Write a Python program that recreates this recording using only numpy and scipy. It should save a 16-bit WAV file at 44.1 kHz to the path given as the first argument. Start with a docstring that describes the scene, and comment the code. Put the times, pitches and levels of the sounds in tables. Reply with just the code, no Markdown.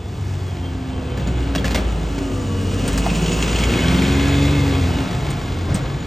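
"""A droning six-cylinder diesel double-decker pulls past close by: the revs sag through a gear change, climb as
the rear engine draws level, and drop again as it leaves. Sines at crankshaft orders make the exhaust drone, the
block's shake and the gear whine; firing-pulsed noise makes the clatter; struck modes and noise bursts make the
loose panels. House fronts answer with a diffuse tail; a hand-held stereo microphone stands at the kerb."""
import sys
import numpy as np
from scipy import signal
from scipy.fft import rfft, irfft, next_fast_len
from scipy.io import wavfile
from scipy.ndimage import map_coordinates

SR = 44100
rng = np.random.default_rng(int(sys.argv[2]) if len(sys.argv) > 2 else 0)


def generate_wav(signal):
    """Clip the signal to [-1, 1] and save it as 16-bit WAV at the path in sys.argv[1]."""
    frames = np.transpose(np.atleast_2d(signal))
    scaled = np.clip(frames, -1, 1) * 32767
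    pcm = np.round(scaled).astype(np.int16)
    wavfile.write(sys.argv[1], SR, pcm)


N = 267246

# engine orders of the firing tone and its companions: (multiples of the crankshaft speed)
FIRING_ORDERS = (3, 4, 6, 9, 12, 16)
# colour of the low exhaust and bodywork rumble: (frequency [Hz], relative level [dB])
RUMBLE_COLOUR = [(15, -30), (30, -12), (42, -15), (55, 3), (90, 3), (130, 1), (180, -7.5), (240, -10),
                 (300, -10), (500, -25.5), (1000, -94)]
# colour of struck panels: (frequency [Hz], relative level [dB])
PANEL_COLOUR = [(200, -4), (550, 10.5), (900, 3), (1200, 0), (1700, 2.5), (2400, 2), (3500, -0.5),
                (4600, -1.5), (7000, -6.5), (9000, -12), (12000, -15), (16000, -24)]


def amp(db):
    """Decibels to gain."""
    return 10 ** (np.asarray(db) / 20)


def unit(x):
    """Scaled to rms 1."""
    return x / np.sqrt(np.mean(x ** 2) + 1e-20)


def along(points, hz):
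    """(Hz, value) points read on a log frequency axis."""
    f, v = np.transpose(points)
    return np.interp(np.log(hz + 1), np.log(f + 1), v)


def curves(rows):
    """One value per sample for each column after the time."""
    s, *cols = np.transpose(rows)
    return [np.interp(np.arange(N) / SR, s, c) for c in cols]


def wobble(rate):
    """A smooth random curve, rate knots a second."""
    knots = rng.standard_normal(int(N * rate / SR) + 4)
    return map_coordinates(knots, [np.arange(N) * rate / SR])


def filtered(x, response):
    """x times a complex response of frequency."""
    m = next_fast_len(N + SR // 4)
    return irfft(rfft(x, m) * response(np.fft.rfftfreq(m, 1 / SR)), m)[..., :N]


def noise(spectrum, crackle_db=0):
    """Coloured noise of rms 1; crackle breaks it into grains of unequal size."""
    grains, sizes = rng.standard_normal((2, N))
    crackling = grains * amp(crackle_db * np.minimum(sizes, 3))
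    return unit(filtered(crackling, lambda hz: amp(along(spectrum, hz))))


def swell(s, db, half_s):
    """Gain that rises to a peak and fades again."""
    return amp(db) * np.exp(-((np.arange(N) / SR - s) / half_s) ** 2)


def bursts(rows, rise):
    """Envelope of blows (s, dB, t60 s) that rise quickly (one rise time for all, or one each) and die away."""
    envelope, t = np.zeros(N + SR), np.arange(SR // 2) / SR
    for (s, db, t60), rise_s in zip(rows, np.broadcast_to(rise, len(rows))):
        envelope[round(s * SR):][:len(t)] += amp(db - 60 * t / t60) * (1 - np.exp(-t / rise_s))
    return envelope[:N]


def ringing(blows, modes, blur_hz=15):
    """Blows (s, dB) ring (Hz, dB, t60 s) modes, at new strengths each time; loose contact blurs the pitch."""
    out, t = np.zeros(N + SR), np.arange(SR // 4) / SR
    for s, db in blows:
        for hz, level, t60 in modes:
            drift = np.cumsum(rng.standard_normal(len(t))) * np.sqrt(2 * np.pi * blur_hz / SR)
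            gain = amp(db + level + rng.uniform(-4, 4) - 60 * t / t60)
            tone = np.sin(2 * np.pi * (hz * t + rng.random()) + drift)
            out[round(s * SR):][:len(t)] += gain * tone
    return out[:N]


def narrow(rows, width_hz):
    """A narrow band of noise that follows (s, Hz, dB) rows."""
    hz, db = curves(rows)
    phase = 2 * np.pi * np.cumsum(hz) / SR
    return amp(db) * unit(wobble(width_hz) * np.sin(phase) + wobble(width_hz) * np.cos(phase))


def passing(closest_s, level_db, half_s, fall_db, effort_share):
    """Level in dB of a source riding past on the bus: it falls with distance and follows the engine's effort."""
    # the engine works hard, eases off for the gear change, then pulls again: (time [s], effort [dB])
    effort = [(0, -1), (.8, 0), (1.25, 1.5), (1.75, 0.5), (2.0, -1), (2.55, -4.5), (2.92, -1), (3.2, -2),
              (3.85, 1), (4.6, 1), (5.4, 0.5), (6.06, 1)]
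    distance = np.hypot(1, (np.arange(N) / SR - closest_s) / half_s)  # in units of the closest distance
    return level_db - fall_db * np.log10(distance) + effort_share * curves(effort)[0]


# Every ..._pass below lists the columns of passing(): (time when closest [s], level there before trims [dB],
# half-width [s], loss per tenfold distance [dB], share of the effort [dB per dB])


def bus():
    """Engine, gears, tyres and air; most follow the crankshaft, the engine's effort and the distance."""
    # revs through the gear change and the pull past the kerb: (time [s], crankshaft speed [turns/s])
    crank = [(0.0, 23.9), (0.35, 23.6), (0.65, 22.05), (1.2, 21.2), (1.45, 20.05), (1.95, 18.4),
             (2.2, 17.55), (2.42, 16.2), (2.55, 15.6), (2.7, 15.45), (2.9, 16.75), (3.15, 18), (3.69, 19.3),
             (3.92, 21.8), (4.15, 22.95), (4.55, 23.95), (4.8, 22.25), (4.95, 20.2), (5.25, 16.2),
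             (5.7, 14.6), (6.06, 16.3)]
    # passes of the engine block and of the clatter: columns as for passing()
    block_pass = (3.5, -26.5, 1.1, 25.5, 1)
    clatter_pass = (4, -29, 0.66, 18, 0.94)
    speed, = curves(crank)
    turns = np.cumsum(speed) / SR
    block_db, clatter_db = passing(*block_pass), passing(*clatter_pass)
    beat = firing_beat(turns, t60=.045, scatter_db=2.5, cylinder_db=1.2, jitter=.0008, steady=1.5)
    engine = drone(turns, block_db, waver_db=0.7) + rumble() + floor_drum(beat)
    engine += amp(block_db) * block(speed, turns, even_db=6.0, half_db=-2.0, waver_db=4.5)
    engine += clatter(beat, clatter_db) + rear_vents(beat) + casing(beat)
    engine += valve_gear(turns, size_db=3.5, t60=.028)
    gears = amp(clatter_db - 6.0) * whirr(turns, slip=0.00023)
    gears += whine(speed, turns, flutter_db=1.8, swell_db=2, smear=.0065)
    return engine + gears + tyres(beat, block_db) + cooling_air(beat) + intake()


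def firing_beat(turns, t60, scatter_db, cylinder_db, jitter, steady):
    """Envelope of rms 1: each firing is a burst, of a size set by its cylinder and by chance."""
    at = np.flatnonzero(np.diff(np.floor(3 * turns)))  # three firings a turn
    chance = rng.standard_normal((len(at), 2))
    cylinders = np.resize(unit(np.array([3.0, -1.0, 8.0, 4.0, -3.0, 7.0])), len(at))
    at = np.clip(at + jitter * SR * chance[:, 0], 0, N - 1).astype(int)
    blows = np.bincount(at, amp(scatter_db * chance[:, 1] + cylinder_db * cylinders), N)
    ring = amp(-60 * np.arange(SR // 10) / SR / t60)
    return unit(unit(signal.fftconvolve(blows, ring)[:N]) + steady)


def drone(turns, block_db, waver_db, size=40):
    """Three firings a turn and their overtones, as clean tones; an order booms when it meets a resonance."""
    # the firing tone at the kerb: (time [s], level [dB])
    firing = [(0, -35), (.5, -46), (1.0, -31), (1.4, -23.5), (2.05, -22.5), (2.5, -36), (2.95, -22),
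              (3.25, -25.5), (3.5, -21.5), (4.6, -24), (4.85, -30.5), (6.06, -38)]
    # the orders above the firing tone: (level against the engine block [dB])
    overtone_db = [-13, -8, -8, -15, -13]
    # exhaust and bodywork boom as an order sweeps through a resonance:
    # (time [s], order [per turn], level [dB], half length [s])
    booms = [(0.42, 4, -25, 0.32), (0.36, 6, -34, 0.24), (0.56, 16, -46, 0.2), (0.86, 12, -31.5, 0.26),
             (1.15, 23, -39, 0.25), (1.342, 6, -30, 0.16), (1.4, 18, -34.5, 0.075), (1.59, 14, -27.5, 0.19),
             (1.785, 4, -24, 0.061), (2.23, 36, -41.5, 0.12), (2.3, 22, -36, 0.14), (2.274, 16, -27, 0.16),
             (2.6, 6, -23, 0.24), (2.614, 18, -33.5, 0.29), (2.5, 30, -36, 0.18), (4.76, 21, -37.5, 0.28),
             (4.5, 23, -38, 0.22), (2.62, 14, -33.5, 0.26), (2.7, 12, -34, 0.16), (2.716, 29, -35.5, 0.12),
             (2.93, 16, -29.5, 0.14), (2, 9, -29, 0.052), (3.2, 9, -26, .06), (3.1, 12, -34, 0.11),
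             (3.13, 10, -27.5, 0.28), (3.4, 9, -36, 0.27), (3.34, 20, -33.5, 0.11), (3.5, 26, -45, 0.5),
             (3.68, 24, -39.5, 0.1), (3.75, 18, -28, 0.088), (3.93, 8, -23.5, .11), (4.05, 9, -28, 0.18),
             (4.4, 18, -38, 0.38), (4.1, 16, -34, 0.19), (4.2, 12, -21.5, 0.41), (4.7, 12, -25.5, 0.24),
             (4.07, 20, -39, .1), (3.76, 14, -33, 0.064), (4.36, 4, -25.5, 0.46), (4.33, 6, -25.5, 0.49),
             (4.55, 6, -26, 0.19), (4.807, 4, -20.5, 0.13), (5.012, 14, -23.5, 0.045), (5.3, 9, -26, 0.077),
             (5.6, 6, -27.5, 0.18), (5.903, 9, -28.5, 0.12)]
    phase = rng.random(size)
    levels = [curves(firing)[0]] + [block_db + db for db in overtone_db]
    gains = [(order, amp(db + waver_db * wobble(7))) for order, db in zip(FIRING_ORDERS, levels)]
    gains += [(round(order), swell(s, db, half_s)) for s, order, db, half_s in booms]
    tones = sum(gain * np.sin(2 * np.pi * (order * turns + phase[order])) for order, gain in gains)
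    return np.sqrt(2) * tones


def rumble():
    """Low noise of the exhaust and bodywork, swelling with the pass."""
    # pass of the rumble: columns as for passing()
    rumble_pass = (4, -20, 2.5, 13, 0.77)
    return amp(passing(*rumble_pass) - 6) * noise(RUMBLE_COLOUR)


def floor_drum(beat):
    """The long floor drums between the axles: low noise that pulses with the firings."""
    # resonances of the floor: (frequency [Hz], relative level [dB])
    floor_colour = [(60, -80), (130, -25), (168, -3), (200, -2), (230, 0), (275, -30), (600, -100)]
    # pass of the floor: columns as for passing()
    floor_pass = (3, -32, 0.75, 42, 0.5)
    return amp(passing(*floor_pass)) * unit(beat + 2) * noise(floor_colour)


def block(speed, turns, even_db, half_db, waver_db, count=84):
    """Unequal cylinders shake the block at every half order; its resonances colour the comb."""
    # resonances of the block: (frequency [Hz], relative level [dB])
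    block_colour = [(30, -40), (70, -8), (130, 4.5), (175, 7), (235, 0), (280, 4.5), (320, -5), (370, 0),
                    (480, -2.5), (600, -8.5), (900, -15.5), (1600, -36), (3000, -34)]
    out, coarse = np.zeros(N), np.arange(0, N, SR // 12)
    for k in range(4, count):  # k counts half orders
        if k / 2 not in FIRING_ORDERS:
            weight_db = half_db * (k % 2) + even_db * (k % 4 == 0)
            db = along(block_colour, speed[coarse] * k / 2) + weight_db
            db = db + waver_db * rng.standard_normal(len(coarse))
            gain = np.interp(np.arange(N), coarse, amp(db))
            out += gain * np.sin(np.pi * k * turns + 2 * np.pi * rng.random())
    return unit(out)


def clatter(beat, clatter_db):
    """The injectors clatter: bright noise that pulses with the firings."""
    # colour of the clatter: (frequency [Hz], relative level [dB])
    clatter_colour = [(300, 10.5), (700, 7), (1100, -0.5), (1600, 5), (1900, 2), (2150, 3), (2500, 0.5),
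                      (3200, 1.5), (4300, -5), (6000, -21), (8500, -29), (12000, -25), (16000, -61)]
    return amp(clatter_db - 2.5 + 2.3 * wobble(15)) * beat * noise(clatter_colour)


def rear_vents(beat):
    """Firing-pulsed noise through the resonances heard at the rear vents."""
    # resonances heard through the vents: (frequency [Hz], relative level [dB])
    vent_colour = [(1750, -32), (2050, -6), (2170, 2.5), (2340, -10), (2560, -4.5), (2900, -17), (3350, -9),
                   (3720, -3.5), (4100, -10), (4600, -18), (6000, -42)]
    # pass of the vents: columns as for passing()
    vents_pass = (4.2, -35.5, .5, 22.5, 1)
    return amp(passing(*vents_pass) + 1.4 * wobble(20)) * beat * noise(vent_colour)


def casing(beat, dull_hz=7000):
    """Combustion noise, pulsing with the firings, rings two broad modes of the casing."""
    # the casing rings on as the bus is heard from ahead and from behind: (time [s], level [dB])
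    casing_level = [(0, -49.5), (1, -44), (2, -42), (3.5, -51), (4.2, -42), (5, -37), (5.7, -42),
                    (6.06, -46)]
    # modes of the casing: (frequency [Hz], width [Hz], relative level [dB])
    casing_modes = [(716, 64, 5), (838, 63, 1.5)]

    def response(f):
        modes = sum(amp(db) * 1j * f * width / (hz * hz - f * f + 1j * f * width)
                    for hz, width, db in casing_modes)
        return modes / (1 + (f / dull_hz) ** 4)

    return amp(curves(casing_level)[0]) * unit(filtered(beat * rng.standard_normal(N), response))


def valve_gear(turns, size_db, t60, count=12):
    """Valves and injectors tap count times a turn; every tap rings the same steel parts, in a new mixture."""
    # steel parts of the valve gear: (frequency [Hz], relative level [dB])
    steel_parts = [(2080, -2), (2210, -4), (2340, -7), (2530, 2), (2700, -1.5), (2890, -5), (3050, -2),
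                   (3240, 1.5), (3450, 1.5)]
    # pass of the taps: columns as for passing()
    taps_pass = (3.5, -35, 0.94, 38, 2.8)
    at = np.flatnonzero(np.diff(np.floor(count * turns)))
    chance, t = rng.standard_normal((len(at), len(steel_parts) + 2)), np.arange(SR // 20) / SR
    start = np.clip(at + SR * 0.000902 * chance[:, 0], 0, N - 1).astype(int)
    out = np.zeros(N)
    for (hz, db), share in zip(steel_parts, chance[:, 2:].T):
        taps = np.bincount(start, share * amp(size_db * chance[:, 1]), N)
        ring = amp(db - 60 * t / t60) * np.sin(2 * np.pi * hz * t)
        out += signal.oaconvolve(taps, ring)[:N]
    return amp(passing(*taps_pass)) * unit(out)


def whirr(turns, slip, size=1024):
    """Gears and valves repeat one random pattern each turn: a dense comb of faint gliding lines."""
    # colour of the whirr: (frequency [Hz], relative level [dB])
    whirr_colour = [(400, 6.5), (700, 5), (1200, 7), (1700, 7.5), (2150, -13), (2600, 5.5), (3400, 5.5),
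                    (4200, 2.5), (7000, -10), (12000, -28)]
    angle = turns + slip * wobble(20)
    pattern = map_coordinates(rng.standard_normal(size), [angle % 1 * size], mode="grid-wrap")
    return unit(filtered(pattern, lambda hz: amp(along(whirr_colour, hz))))


def whine(speed, turns, flutter_db, swell_db, smear):
    """Gear tones, coloured by their case, sing out now and then; backlash makes them flutter."""
    # tooth orders of the gears: (multiples of the crankshaft speed)
    gear_orders = (50, 72, 90, 108, 111, 127, 144, 150)
    # strength of each gear tone: (relative level [dB])
    gear_db = [-6, -1.5, -11, -11, -16, -15, -9.5, -15]
    # what the gear case radiates: (frequency [Hz], relative level [dB])
    gear_case = [(800, -3), (1180, -3.5), (1650, -2), (2250, 0), (2800, 7), (3200, -6), (3500, 8)]
    # a gear tone sings out for a moment: (time [s], order [per turn], level [dB], half length [s])
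    sings = [(.05, 144, -58, .08), (.4, 144, -58, .06), (.51, 144, -48, .04), (.67, 144, -43, .05),
             (.95, 144, -46, .04), (1.12, 144, -45, .045), (1.36, 144, -51, .08), (2.15, 144, -49, .06),
             (2.44, 72, -40.5, .17), (3.08, 144, -39, .04), (3.33, 144, -37, .14), (3.8, 144, -35.5, .16),
             (4.1, 144, -41, .1), (3.88, 108, -37, .1), (3.88, 72, -41, .08), (4.26, 72, -38, .13),
             (4.24, 108, -38, .14), (4.17, 90, -37, .05), (4.4, 90, -39, .05), (4.57, 90, -38, .06),
             (4.55, 111, -42, .13), (4.22, 127, -44, .06), (4.38, 150, -43, .06), (4.42, 144, -43, .12),
             (4.74, 144, -41.5, .07), (4.68, 50, -43, .14), (4.96, 144, -40.5, .045)]
    # pass of the gearbox, growing to the end: columns as for passing()
    gearbox_pass = (7, -45, 3, 17, 3.5)
    backlash = smear * (wobble(30) + .5 * wobble(110))  # radians of play at the crankshaft
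    gearbox_db, out = passing(*gearbox_pass), np.zeros(N)
    for order, db in zip(gear_orders, gear_db):
        gain = amp(gearbox_db + db + along(gear_case, order * speed) + swell_db * wobble(10))
        gain = gain + sum(swell(s, peak_db, half_s) for s, k, peak_db, half_s in sings if k == order)
        out += gain * amp(flutter_db * wobble(40)) * np.sin(order * (2 * np.pi * turns + backlash))
    return out


def tyres(beat, block_db):
    """Road noise of the tyres, with a slight pulse of the firings."""
    # colour of the road noise: (frequency [Hz], relative level [dB])
    road_colour = [(100, -45), (250, -2), (380, -2), (550, -8.5), (800, -11), (1200, -12.5), (2500, -26),
                   (8000, -62)]
    return amp(block_db - 2.5) * noise(road_colour) * unit(beat + 4.5)


def cooling_air(beat):
    """Cooling air rushes with a slight pulse of the firings; a soft puff joins it on the approach."""
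    # colour of the air: (frequency [Hz], relative level [dB])
    air_colour = [(500, -4.5), (2000, 6), (3000, -9.5), (4500, 4), (6500, 2), (7300, 1.5), (8600, -4),
                  (10000, -7), (12000, -7.5), (16000, -23)]
    # pass of the air: columns as for passing()
    air_pass = (4, -35, 1.0, 35, 0.1)
    # a soft hiss of air while the bus still approaches: (time [s], level [dB], half length [s])
    puff = (0.34, -51.5, 0.3)
    gain = amp(passing(*air_pass) + 0.4 * wobble(27)) + swell(*puff)
    return gain * unit(beat + 1.0) * noise(air_colour)


def intake():
    """The turbocharger draws air through the side grille: crackling hiss, with a squeak and a whistle."""
    # hiss of the intake, loudest as the side grille passes: (time [s], level [dB])
    intake_level = [(0, -59), (2.1, -44.5), (2.5, -44.5), (2.9, -37.5), (3.3, -33.5), (3.7, -35.5),
                    (4.1, -44), (4.8, -68), (6.06, -67)]
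    # colour of the grille: (frequency [Hz], relative level [dB])
    grille_colour = [(1500, -51), (2400, 1), (2700, 4.5), (2950, 8), (3300, -4), (4200, -8.5), (5600, -4),
                     (8000, -5), (10000, -14.5), (13000, -24), (16000, -21)]
    thin = squeak(patchy_db=8) + whistle(flutter_db=2, smear=.7)
    hiss = amp(1.6 * wobble(29.98)) * noise(grille_colour, crackle_db=7.0)
    return amp(curves(intake_level)[0]) * hiss + thin


def squeak(patchy_db):
    """A narrow band of noise that comes and goes in brief pieces."""
    # a thin squeak beside the intake, perhaps a belt: (time [s], frequency [Hz], level [dB])
    squeak_path = [(0, 6950, -70), (1.7, 7040, -61), (2.3, 6970, -51), (2.65, 6860, -56), (3.3, 6790, -43),
                   (3.65, 6800, -43), (3.95, 6820, -53), (4.3, 6920, -44), (5, 6950, -60),
                   (6.06, 6930, -56)]
    return unit(amp(patchy_db * np.tanh(wobble(60)))) * narrow(squeak_path, width_hz=230)


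def whistle(flutter_db, smear):
    """One sinking, slightly unsteady tone."""
    # sinks during the gear change, perhaps the turbocharger: (time [s], frequency [Hz], level [dB])
    whistle_path = [(2.38, 2940, -70), (2.47, 2930, -47), (2.62, 2905, -48), (2.78, 2870, -47),
                    (2.89, 2800, -41), (2.96, 2800, -70)]
    hz, db = curves(whistle_path)
    tone = np.sin(2 * np.pi * np.cumsum(hz) / SR + smear * wobble(70))
    return np.sqrt(2) * amp(db + flutter_db * wobble(30.3)) * tone


def rattles():
    """Panels chatter and ring against their frames: crackling noise, struck modes and a low knock."""
    # loose door and body panels: (time [s], level [dB], low knock against it [dB], t60 [s],
    # note of the part that is hit [Hz], level of the note [dB])
    panel_hits = [(1.172, -31, 7.5, 0.23, 1760, -36), (1.271, -27, 2, 0.087, 6950, -40),
                  (1.549, -18, -5.5, 0.082, 1696, -24), (1.557, -30, -3, 0.067, 597, -20),
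                  (1.579, -32, 6, 0.23, 3250, -26), (1.642, -20.5, -6, 0.087, 1710, -22.5),
                  (1.652, -25, -6, 0.35, 2720, -33), (1.706, -24.5, -1, 0.15, 4130, -34),
                  (1.744, -17, -10, 0.17, 880, -21), (1.755, -34, -6, .1, 2130, -24),
                  (1.776, -35, 7, 0.12, 3340, -33), (2.179, -26, 1, 0.08, 7000, -43)]
    # modes of the panels: (frequency [Hz], relative level [dB], t60 [s])
    panel_modes = [(625, 1, 0.14), (886, 5, 0.064), (1560, -8, .12), (1740, 1, 0.041), (2067, -6, 0.095),
                   (2800, 1, 0.1), (3170, -3, 0.1), (3670, -3, 0.065), (4900, -15, 0.054),
                   (5900, -22, 0.086), (7100, -1, 0.079)]
    # colour of the low knock: (frequency [Hz], relative level [dB])
    knock_colour = [(60, -11), (190, 8.5), (330, -3), (600, -12), (1500, -35), (5000, -70)]
    chatter = amp(1.5 * wobble(500)) * noise(PANEL_COLOUR, crackle_db=8)
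    panels = bursts([(s + .001, db, t60) for s, db, _, t60, _, _ in panel_hits], rise=.0011) * chatter
    ring = ringing([(s + 0.0018, db) for s, db, *_ in panel_hits], panel_modes)
    notes = sum(ringing([(s + 0.0022, db)], [(hz, 0, .07)], blur_hz=80) for s, *_, hz, db in panel_hits)
    frame_blows = [(s, db + low_db, .22) for s, db, low_db, *_ in panel_hits]
    frames = bursts(frame_blows, rise=0.0028) * noise(knock_colour)
    return amp(-3.5) * panels + amp(-15) * ring + notes + amp(3.0) * frames


def clacks():
    """Covers clack in the engine bay: short noise bursts and struck modes."""
    # sharp clacks from the engine bay: (time [s], level before trims [dB])
    clack_hits = [(3.1, -28), (3.155, -26.5), (3.261, -24), (3.319, -25.5), (3.425, -19), (3.48, -23),
                  (3.529, -25), (3.559, -24), (3.586, -23.5), (3.636, -21), (3.882, -23.5), (4.021, -26),
                  (4.282, -27), (4.535, -37)]
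    # colour of the bay: (frequency [Hz], relative level [dB])
    bay_colour = [(500, -23), (1500, 1), (2700, 7), (3400, 1), (4500, 1), (7000, -2.5), (10000, -12),
                  (16000, -34)]
    # engine bay covers: (frequency [Hz], relative level [dB], t60 [s])
    cover_modes = [(2360, -7, 0.074), (2740, -1, 0.036), (3175, 4.5, 0.043), (6270, -11, .07),
                   (7020, -3, 0.083)]
    cracks = bursts([(s, db, .06) for s, db in clack_hits], rise=0.00036) * noise(bay_colour)
    return amp(-1.5) * cracks + amp(-6.5) * ringing(clack_hits, cover_modes)


def jolts():
    """The body shudders after each bump: a dull noise burst."""
    # the wheels go over bumps: (time [s], level [dB], t60 [s])
    bumps = [(1.745, -26, 0.37), (2.84, -23.5, 0.43), (5.375, -26, 0.16), (5.68, -24, 0.51),
             (5.75, -29, 0.32), (5.84, -26, .12)]
    # colour of the shudder: (frequency [Hz], relative level [dB])
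    shudder_colour = [(25, -14), (50, 3), (85, 0), (200, -11), (400, -4), (800, -11), (2000, -17.5),
                      (6000, -31), (12000, -60)]
    return bursts(bumps, rise=0.016) * noise(shudder_colour)


def throbs():
    """Brief low surges of the bodywork's rumble."""
    # low throbs as the bus draws away: (time [s], level [dB], half length [s])
    surges = [(5.175, -27, 0.014), (5.51, -26, 0.02), (5.565, -24, .02), (5.656, -26, 0.018),
              (5.716, -20, 0.026)]
    return sum(swell(s, db, half_s) for s, db, half_s in surges) * noise(RUMBLE_COLOUR)


def chinks():
    """Loose steel parts chink as the engine bay goes by, each on its own rough note."""
    # loose steel parts: (time [s], note [Hz], level before trim [dB])
    steel_hits = [(3.1, 2540, -26.5), (3.365, 2680, -26), (3.426, 2650, -23), (3.52, 3050, -26),
                  (3.553, 2920, -26), (3.571, 2730, -32), (3.629, 3320, -24), (3.63, 2290, -21),
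                  (3.722, 2930, -36), (3.76, 3297, -26), (3.785, 2217, -23), (3.845, 1540, -28),
                  (3.865, 3062, -30), (3.895, 2310, -27), (4.025, 2236, -25), (4.107, 3290, -31),
                  (4.155, 2070, -25)]
    return sum(ringing([(s, db)], [(hz, -1, .11)], blur_hz=45) for s, hz, db in steel_hits)


def ticks():
    """Short bright ticks with a thin ping, each followed by a low thud of decaying sines."""
    # bright ticks: (time [s], level [dB], ping level [dB], thud level [dB], rise [s], t60 [s])
    tick_hits = [(2.877, -23.5, -23, -15, .001, 0.11), (2.928, -30, -35, -32, .001, .09),
                 (2.975, -21.5, -28, -26, .0015, 0.11), (5.303, -29, -31, -45, .001, .08),
                 (5.743, -22.5, -28.5, -10.5, 0.0071, 0.13)]
    # colours of the tick and of the ping: (frequency [Hz], relative level [dB])
    tick_colour = [(1000, 7.5), (4000, 3), (7000, 3.5), (8200, 3), (8900, -1), (9700, -4), (12000, -7),
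                   (16000, -16)]
    ping_colour = [(6000, -35), (7700, -5), (8400, 10), (9200, -2), (10500, -2), (13000, -26), (16000, -40)]
    # modes of the thud: (frequency [Hz], relative level [dB], t60 [s])
    thud_modes = [(104, 1.5, 0.09), (179, 3.5, .06)]
    tick_blows = [(s, db, t60) for s, db, *_, t60 in tick_hits]
    bright = bursts(tick_blows, rise=[row[4] for row in tick_hits]) * noise(tick_colour)
    ping = bursts([(s, db, .05) for s, _, db, *_ in tick_hits], rise=0.00073) * noise(ping_colour)
    thuds = np.zeros(N)
    for s, _, _, db, _, _ in tick_hits:
        for hz, level, t60 in thud_modes:
            envelope = bursts([(s + 0.0037, db + level, t60)], rise=0.0017)
            thuds += envelope * np.sin(2 * np.pi * hz * (np.arange(N) / SR - s - .004))
    return bright + ping + thuds


def knocks():
    """A soft contact, a blurred note and a few short modes of a hollow part; little treble gets out."""
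    # hollow knocks under the body: (time [s], level before trims [dB], note [Hz])
    knock_hits = [(3.057, -23, 1070), (3.063, -17, 1040), (3.0645, -16, 650), (3.072, -21.5, 900)]
    # modes of the hollow part: (frequency [Hz], relative level [dB], t60 [s])
    hollow_modes = [(585, 0, 0.056), (685, 8, 0.054), (841, -10, 0.034), (1040, 3, 0.038),
                    (1160, -2, 0.031)]
    blows = [(s, db) for s, db, _ in knock_hits]
    crack = amp(-7.5) * bursts([(s, db, .016) for s, db in blows], rise=0.0004) * noise(PANEL_COLOUR)
    body = amp(-16) * ringing(blows, hollow_modes, blur_hz=110)
    notes = sum(ringing([(s, db)], [(hz, 0, .045)], blur_hz=60) for s, db, hz in knock_hits)
    return crack + filtered(body + notes, lambda hz: 1 / (1 + (hz / 1800) ** 4))


def street(x):
    """House fronts return a diffuse tail, different on each side, that is weak in the bass."""
    # how long the street rings: (frequency [Hz], t60 [s])
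    street_t60 = [(100, 1), (1500, 0.74), (12000, 0.29)]
    # the street's answer: (frequency [Hz], level [dB])
    echo_colour = [(100, -25), (250, -16.5), (600, -10.5), (1200, -8.5), (2500, -12.5), (8000, -41)]
    hz, t, z = signal.stft(rng.standard_normal((2, SR // 2)), SR, nperseg=256)
    decay = amp(-60 * t / along(street_t60, hz)[:, None])
    tail = signal.istft(z * decay, SR, nperseg=256)[1]
    delayed = np.pad(x, (600, 0))[None]  # samples of extra path by way of the house fronts
    answer = signal.fftconvolve(delayed, tail / np.linalg.norm(tail[0]), axes=1)[:, :N]
    return filtered(answer, lambda hz: amp(along(echo_colour, hz)))


def scene():
    """The bus close by, and the street around it."""
    direct = bus() + rattles() + clacks() + jolts() + throbs() + chinks() + ticks() + knocks()
    return direct + street(direct)


def record(dry):
    """The two microphone ports differ in phase and level; nothing passes above the band limit."""
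    # phase between the ports: (frequency [Hz], lead of the left port [rad])
    port_phase = [(0, 0), (400, 0), (900, .35), (1450, -.9), (2200, 0), (3100, .7), (5250, .1), (8400, 0),
                  (9200, -1.1), (10200, -3.14), (12200, -6.28), (13800, -9.42), (15400, -12.57)]
    # level between the ports: (frequency [Hz], left minus right [dB])
    port_tilt = [(250, 0), (600, 1), (900, 1), (1250, 4.5), (1700, 0.5), (2100, -0.5), (3000, -.5),
                 (4500, -0.5)]
    # band limit of the microphone [Hz]
    top_hz = 15850
    side = np.array([[1], [-1]]) / 2  # each port takes half the difference

    def ports(hz):
        lead = side * np.interp(hz, *np.transpose(port_phase))
        return amp(side * along(port_tilt, hz)) * np.exp(1j * lead) * (hz < top_hz)

    return filtered(dry, ports)


dry = scene()
out = record(dry)
generate_wav(out)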